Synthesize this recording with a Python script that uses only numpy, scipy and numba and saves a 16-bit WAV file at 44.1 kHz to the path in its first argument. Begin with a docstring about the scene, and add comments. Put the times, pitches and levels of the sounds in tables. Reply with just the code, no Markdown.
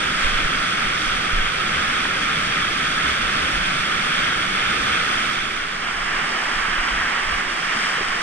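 """A river weir, from a kayak: in the boil at its foot, then, after a slow dissolve, on the lip above.
Swarms of bubbles ring over a bed of foam; the plunging jet drums below them and spray hisses on top.
Gusts buffet a small two-port camera, waves bump the hull and air pockets gulp beside the boat.
Close by, water slaps, the jet surges, drops tick on the deck and the paddle sloshes."""
import sys
import numpy as np
from scipy import signal
from scipy.fft import rfft, irfft, next_fast_len
from scipy.io import wavfile
from scipy.ndimage import uniform_filter1d
from numba import njit

SR = 44100
rng = np.random.default_rng(int(sys.argv[2]) if len(sys.argv) > 2 else 0)


def unload_audio(sound):
    """Save the sound as a 16-bit wav file, at the path given as the first command line argument."""
    columns = np.transpose(np.atleast_2d(sound))
    # keep every value between -1 and 1, then stretch to whole-number steps
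    steps = np.round(np.clip(columns, -1, 1) * 32767)
    wavfile.write(sys.argv[1], SR, steps.astype(np.int16))


N = 362502
TIME_S = np.arange(N) / SR
FFT_SIZE = next_fast_len(N, True)
BIN_HZ = np.fft.rfftfreq(FFT_SIZE, 1 / SR)
SIDES = np.array([[1], [-1]])  # left, right


def undb(db):
    """Decibels to gain."""
    return 10 ** (np.asarray(db) / 20)


def per_bin(rows):
    """Interpolate (freq_hz, value) rows over log frequency."""
    hz, value = np.transpose(rows)
    return np.interp(np.log(np.maximum(BIN_HZ, 1)), np.log(hz), value)


def filtered(x, gain):
    """Apply one gain per bin."""
    return irfft(rfft(x, FFT_SIZE) * gain, FFT_SIZE)[..., :N]


def unit_rms(x):
    """Scale the channel mean to rms 1."""
    return x / np.std(np.atleast_2d(x).mean(axis=0))


def flutter(depth_db, rate_hz):
    """Random gain, held and smoothed twice; depth_db is rms."""
    hold = int(SR / rate_hz)
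    steps = np.repeat(rng.standard_normal(N // hold + 2), hold)[rng.integers(hold):][:N]
    smooth = uniform_filter1d(uniform_filter1d(steps, hold), hold)
    return undb(depth_db * unit_rms(smooth))


def swell(peak_s, length_s, rise=0.51):
    """Smooth 0-1-0 hump; rise is the share of its length spent building."""
    ramp = np.interp(TIME_S, peak_s + length_s * np.array([-rise, 0, 1 - rise]), (0, 1, 0))
    return np.sin(np.pi / 2 * ramp) ** 2


@njit
def bubbles(start_s, pitch_hz, amplitude, t60_s, glide):
    """Each bubble rings as a dying sine, its pitch rising by the share glide."""
    out = np.zeros(N)
    for k in range(len(start_s)):
        first, length = int(start_s[k] * SR), int(t60_s[k] * SR) + 2
        step_rad = 2 * np.pi * pitch_hz[k] / SR
        phasor = amplitude[k] + 0j
        step = np.exp(1j * step_rad - np.log(1000) / length)
        bend = np.exp(1j * step_rad * glide / length)
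        for i in range(max(first, 0), min(first + length, N)):
            out[i] += phasor.imag
            phasor *= step
            step *= bend
    return out


def froth(count=110000, t60_cycles=16, spread_db=1.5, foam_db=1):
    """A bubble swarm over the even hiss of foam; flat spectrum."""
    when, pitch, rarity, sustain = rng.random((count, 4)).T
    pitch_hz = 120 + 15000 * pitch ** 2
    amplitude = undb(-spread_db * np.log(np.maximum(rarity, 1 / 200)))
    amplitude *= pitch_hz ** 0.75  # small bubbles are brief and share a wide band
    t60_s = t60_cycles * (0.5 + sustain) / pitch_hz
    swarm = bubbles(when * N / SR, pitch_hz, amplitude, t60_s, glide=0.23)
    return unit_rms(swarm) + undb(foam_db) * rng.standard_normal(N)


def water_sheet(colour, balance, coherence, lead):
    """Wide froth: part reaches both ports with a lag, the rest each port alone."""
    share = np.clip(per_bin(coherence), 0, 0.998)
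    common = filtered(froth(), np.sqrt(share) * np.exp(0.5j * SIDES * per_bin(lead)))
    separate = filtered(np.array([froth(), froth()]), np.sqrt(1 - share))
    low_cut = BIN_HZ / np.hypot(BIN_HZ, 30)
    pan = np.sqrt(2 / (1 + undb(-2 * SIDES * per_bin(balance))))
    return filtered(common + separate, low_cut * undb(per_bin(colour)) * pan)


# Water spectrum: freq_hz, gain_db
FOOT_COLOUR = [(35, -6.5), (55, -6), (90, -7), (122, -11), (178, -4.5), (256, -8), (553, -12.5),
               (698, -10.5), (800, -7.5), (880, -6), (1040, -3.5), (1270, 0.8), (2000, -3), (2170, -1.5),
               (2800, -8), (3200, -3), (3500, -6.5), (3920, -16), (4860, -12), (5250, -15), (5700, -16),
               (6880, -22), (9210, -22.5), (10900, -39), (12100, -40), (14800, -49)]
# Port balance: freq_hz, left_minus_right_db
FOOT_BALANCE = [(87, -1.5), (488, 1.2), (671, 4.5), (1240, -6.5), (1610, 3), (1830, 0.5), (2860, -4.5),
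                (2970, 0.5), (3740, -11.5), (4990, -0.5), (5520, -4.5), (7550, 0.5), (14700, -2.5)]
# Port likeness: freq_hz, coherence
FOOT_COHERENCE = [(87, 0.997), (465, 0.991), (780, 0.55), (900, 0.93), (1060, 0.92), (1205, 0.3),
                  (1310, 0.84), (1840, 0.62), (2030, 0.27), (2550, 0.82), (2850, 0.2), (3150, 0.9),
                  (3500, 0.85), (3860, 0.26), (5010, 0.78), (5830, 0.17), (6300, 0.53), (14700, 0.02)]
# Port phase: freq_hz, left_lead_rad
FOOT_LEAD = [(87, 0.18), (493, -0.22), (644, -1.0), (830, -3.0), (1150, -3.4), (1260, -6.6), (1480, -6.5),
             (1840, -5.14), (2780, -6.5), (2900, -4.0), (3730, -5.17), (3910, -9.02), (7670, -9.79),
             (8560, -5.34), (14800, -6.87)]


def foot_water():
    """The boil at the foot of the weir."""
    return water_sheet(FOOT_COLOUR, FOOT_BALANCE, FOOT_COHERENCE, FOOT_LEAD)


# Water spectrum: freq_hz, gain_db
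LIP_COLOUR = [(40, -13), (75, -20), (108, -30), (132, -15.5), (164, -10), (240, -11), (380, -11.5),
              (520, -14.5), (609, -12), (960, -2), (1160, 3), (1510, 0.4), (1640, 2.5), (2330, -0.5),
              (2520, -4.5), (3250, -4.5), (3430, -10.5), (4140, -21.5), (4820, -13.5), (7140, -26.5),
              (8480, -24), (11000, -41), (14300, -53)]
# Port balance: freq_hz, left_minus_right_db
LIP_BALANCE = [(87, 0.5), (510, -0.5), (604, 7.5), (1190, -8.5), (1380, -2.5), (3100, -1.5), (3790, -7.5),
               (4120, -4.5), (5240, 2.5), (5460, -6), (6970, -1.5), (7470, 2), (14600, -2)]
# Port likeness: freq_hz, coherence
LIP_COHERENCE = [(86, 0.997), (430, 0.986), (552, 0.72), (765, 0.61), (1200, 0.65), (1840, 0.82),
                 (2050, 0.34), (2870, 0.52), (3080, 0.79), (4180, 0.16), (4760, 0.87), (6430, 0.45),
                 (7030, 0.01), (9130, 0.57), (11500, 0.0), (14800, 0.44)]
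# Port phase: freq_hz, left_lead_rad
LIP_LEAD = [(90, 0.27), (573, -0.3), (762, -1.18), (1390, -6.12), (1790, -5.8), (2080, -6.92),
            (3030, -5.07), (3820, -5.89), (4330, -9.29), (6790, -10.09), (8280, -5.64), (8550, -5.56),
            (9540, -6.64), (14800, -6.28)]


def lip_water():
    """White water heard from the lip."""
    return water_sheet(LIP_COLOUR, LIP_BALANCE, LIP_COHERENCE, LIP_LEAD)


def water_band(places, low_hz, high_hz, foot_db, lip_db, dissolve_s=(5.18, 6.13), fade_power=1.09):
    """One band of the water; the foot fades out as the lip fades in."""
    band = 1 / (1 + (BIN_HZ / high_hz) ** 16) - 1 / (1 + (BIN_HZ / low_hz) ** 16)
    foot, lip = (unit_rms(filtered(place, band)) for place in places)
    fade = np.interp(TIME_S, dissolve_s, (0, 1))
    return (1 - fade) ** fade_power * undb(foot_db) * foot + fade ** fade_power * undb(lip_db) * lip


# Passing crests (+) and troughs (-): peak_s, length_s, churn_db, spray_db, left_minus_right_db
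WAVES = [(0.216, 0.19, 0.8, 0.5, .3), (1.067, 0.41, -1, 0.5, -0.5), (1.477, 0.69, -1.2, -1.5, 0.5),
         (1.88, 0.52, 0.5, 0, 0), (3.085, 0.13, 1.5, 1.5, -0.5), (3.404, 0.14, 2, 0, 0),
         (3.82, 0.16, 1.7, 0.5, .2), (4.2, 1, 1, 0, 0), (4.877, 0.68, 1.7, 1, -0.3), (5.36, 0.54, 1, 1, -1),
         (6.082, 0.76, 0.2, -0.5, 0), (6.714, 0.29, 0.2, -0.7, -2), (7.137, 0.41, 0.5, 0, -1.2),
         (7.466, 0.15, -1.5, -2, -1), (7.85, 0.34, 1.3, 2.5, 1)]


def weir(plunge_follow=0.4):
    """Plunging jet, churning bubbles, fine spray; waves lift or lower them and pan the upper two."""
    places = foot_water(), lip_water()
    churn_db, spray_db, side_db = sum(np.outer(lifts_db, swell(peak_s, length_s))
                                      for peak_s, length_s, *lifts_db in WAVES)
    plunge = water_band(places, 27, 731, foot_db=-34, lip_db=-37.5) * flutter(0.5, 12)
    churn = water_band(places, 729, 3900, foot_db=-23.5, lip_db=-24) * flutter(0.56, 15)
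    spray = water_band(places, 3716, SR / 2, foot_db=-38.5, lip_db=-40.5) * flutter(0.38, 18)
    upper = churn * undb(churn_db) + spray * undb(spray_db)
    water = plunge * undb(plunge_follow * churn_db) + upper * undb(SIDES * side_db / 2)
    small_waves = flutter(depth_db=0.08, rate_hz=12)
    return water * small_waves


# Wind spectrum: freq_hz, gain_db
WIND_COLOUR = [(5, -6), (13, 2.5), (24, -0.5), (42, -20), (80, -18), (115, -31), (200, -58), (600, -80)]
# Gusts: peak_s, length_s, level_db
GUSTS = [(.38, 0.63, -28.5), (0.872, 0.14, -39), (1.09, 0.27, -32), (1.375, 0.32, -26), (1.8, 0.41, -42),
         (3.6, .38, -37), (6.06, 0.55, -35), (6.76, 0.75, -36), (7.323, 0.26, -35), (7.51, 0.18, -38),
         (8.12, 0.32, -40)]


def wind(breeze_db=-41, separate_db=-10, right_db=3):
    """Eddies press on both ports nearly alike, harder on the right."""
    eddies = rng.standard_normal(N) + undb(separate_db) * rng.standard_normal((2, N))
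    rumble = unit_rms(filtered(eddies * undb([[0], [right_db]]), undb(per_bin(WIND_COLOUR))))
    gusts = sum(undb(level_db) * swell(peak_s, length_s) for peak_s, length_s, level_db in GUSTS)
    return rumble * (undb(breeze_db) + gusts) * flutter(depth_db=2, rate_hz=32)


# Waves on the hull: peak_s, length_s, pitch_hz, level_db
BUMPS = [(0.264, .13, 56, -31), (1.372, .18, 27, -25), (1.775, .1, 74, -33), (3.085, .14, 66, -32),
         (3.252, .15, 34, -29), (3.45, .13, 68, -34), (3.579, .17, 42, -29), (4.81, .14, 45, -34),
         (6.59, .11, 35, -31), (6.79, .11, 34, -32.5), (6.942, .12, 44, -27.5), (7.022, .11, 68.4, -36),
         (7.3, .12, 41, -33), (7.339, .1, 70, -32)]


def hull_bumps():
    """Each wave pushes the hull softly, so its low note swells before it dies."""
    out = np.zeros(N)
    for peak_s, length_s, pitch_hz, level_db in BUMPS:
        note = np.sin(2 * np.pi * pitch_hz * (TIME_S - peak_s))
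        out += undb(level_db) * note * swell(peak_s, length_s, rise=0.46)
    return out


# Air pockets: start_s, pitch_hz, level_db, t60_s
GULPS = [(0.247, 540, -29, .1), (2.709, 344, -27, 0.12), (3.361, 252, -26.5, 0.092),
         (6.681, 190, -29.5, 0.11), (7.763, 222, -27, 0.087), (7.983, 490, -27.5, .07),
         (8.009, 390, -21, 0.042)]


def gulps():
    """Big air pockets close beside the boat and ring as single bubbles."""
    start_s, pitch_hz, level_db, t60_s = np.array(GULPS, float).T.copy()
    return bubbles(start_s, pitch_hz, undb(level_db), t60_s, glide=0.065)


# Sheets of water slapping down: peak_s, length_s, pitch_hz, level_db
SLAPS = [(2.055, .012, 1450, -21), (4.325, .016, 1500, -24), (6.650, 0.012, 1250, -26),
         (6.781, 0.013, 1870, -27), (6.884, 0.015, 2000, -22), (7.013, 0.021, 1600, -26)]
# Jet surges under the boil: peak_s, length_s, pitch_hz, level_db
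SURGES = [(2.4, 0.71, 168, -38), (3.62, .4, 172, -40)]
# Drops on the deck: peak_s, length_s, pitch_hz, level_db
DROPS = [(5.565, .004, 5600, -40), (6.606, .004, 5600, -40), (7.534, .004, 5600, -39),
         (7.817, .004, 5600, -38.5), (7.872, .004, 5600, -39)]
# Paddle strokes: peak_s, length_s, pitch_hz, level_db
STROKES = [(6.42, 0.63, 870, -37.5), (6.74, 0.32, 1690, -30.5), (7.045, 0.72, 1620, -30),
           (7.2, .45, 855, -42), (7.95, 0.32, 1400, -31)]


def splashes(left_lead_s=60e-6, left_db=1):
    """Bands of nearby froth: slaps and drops burst, surges and strokes swell and sink."""
    lead = np.exp(1j * np.pi * SIDES * BIN_HZ * left_lead_s)
    near = filtered(froth(), lead) * undb(SIDES * left_db / 2)

    def clouds(rows, relative_width, rise):
        out = np.zeros((2, N))
        for peak_s, length_s, pitch_hz, level_db in rows:
            band = 1 / (1 + ((BIN_HZ - pitch_hz) / (relative_width * pitch_hz / 2)) ** 2)
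            out += undb(level_db) * unit_rms(filtered(near, band)) * swell(peak_s, length_s, rise)
        return out

    bursts = clouds(SLAPS + DROPS, relative_width=0.66, rise=0.33)
    sloshes = clouds(SURGES + STROKES, relative_width=0.42, rise=0.51)
    return bursts + sloshes


def scene():
    """The weir all round; wind and boat close by."""
    return weir() + wind() + hull_bumps() + gulps() + splashes()


def record(dry):
    """The camera cuts the top."""
    cutoff_hz = 15100
    return signal.sosfilt(signal.ellip(10, 0.1, 80, cutoff_hz, fs=SR, output="sos"), dry)


dry = scene()
out = record(dry)
unload_audio(out)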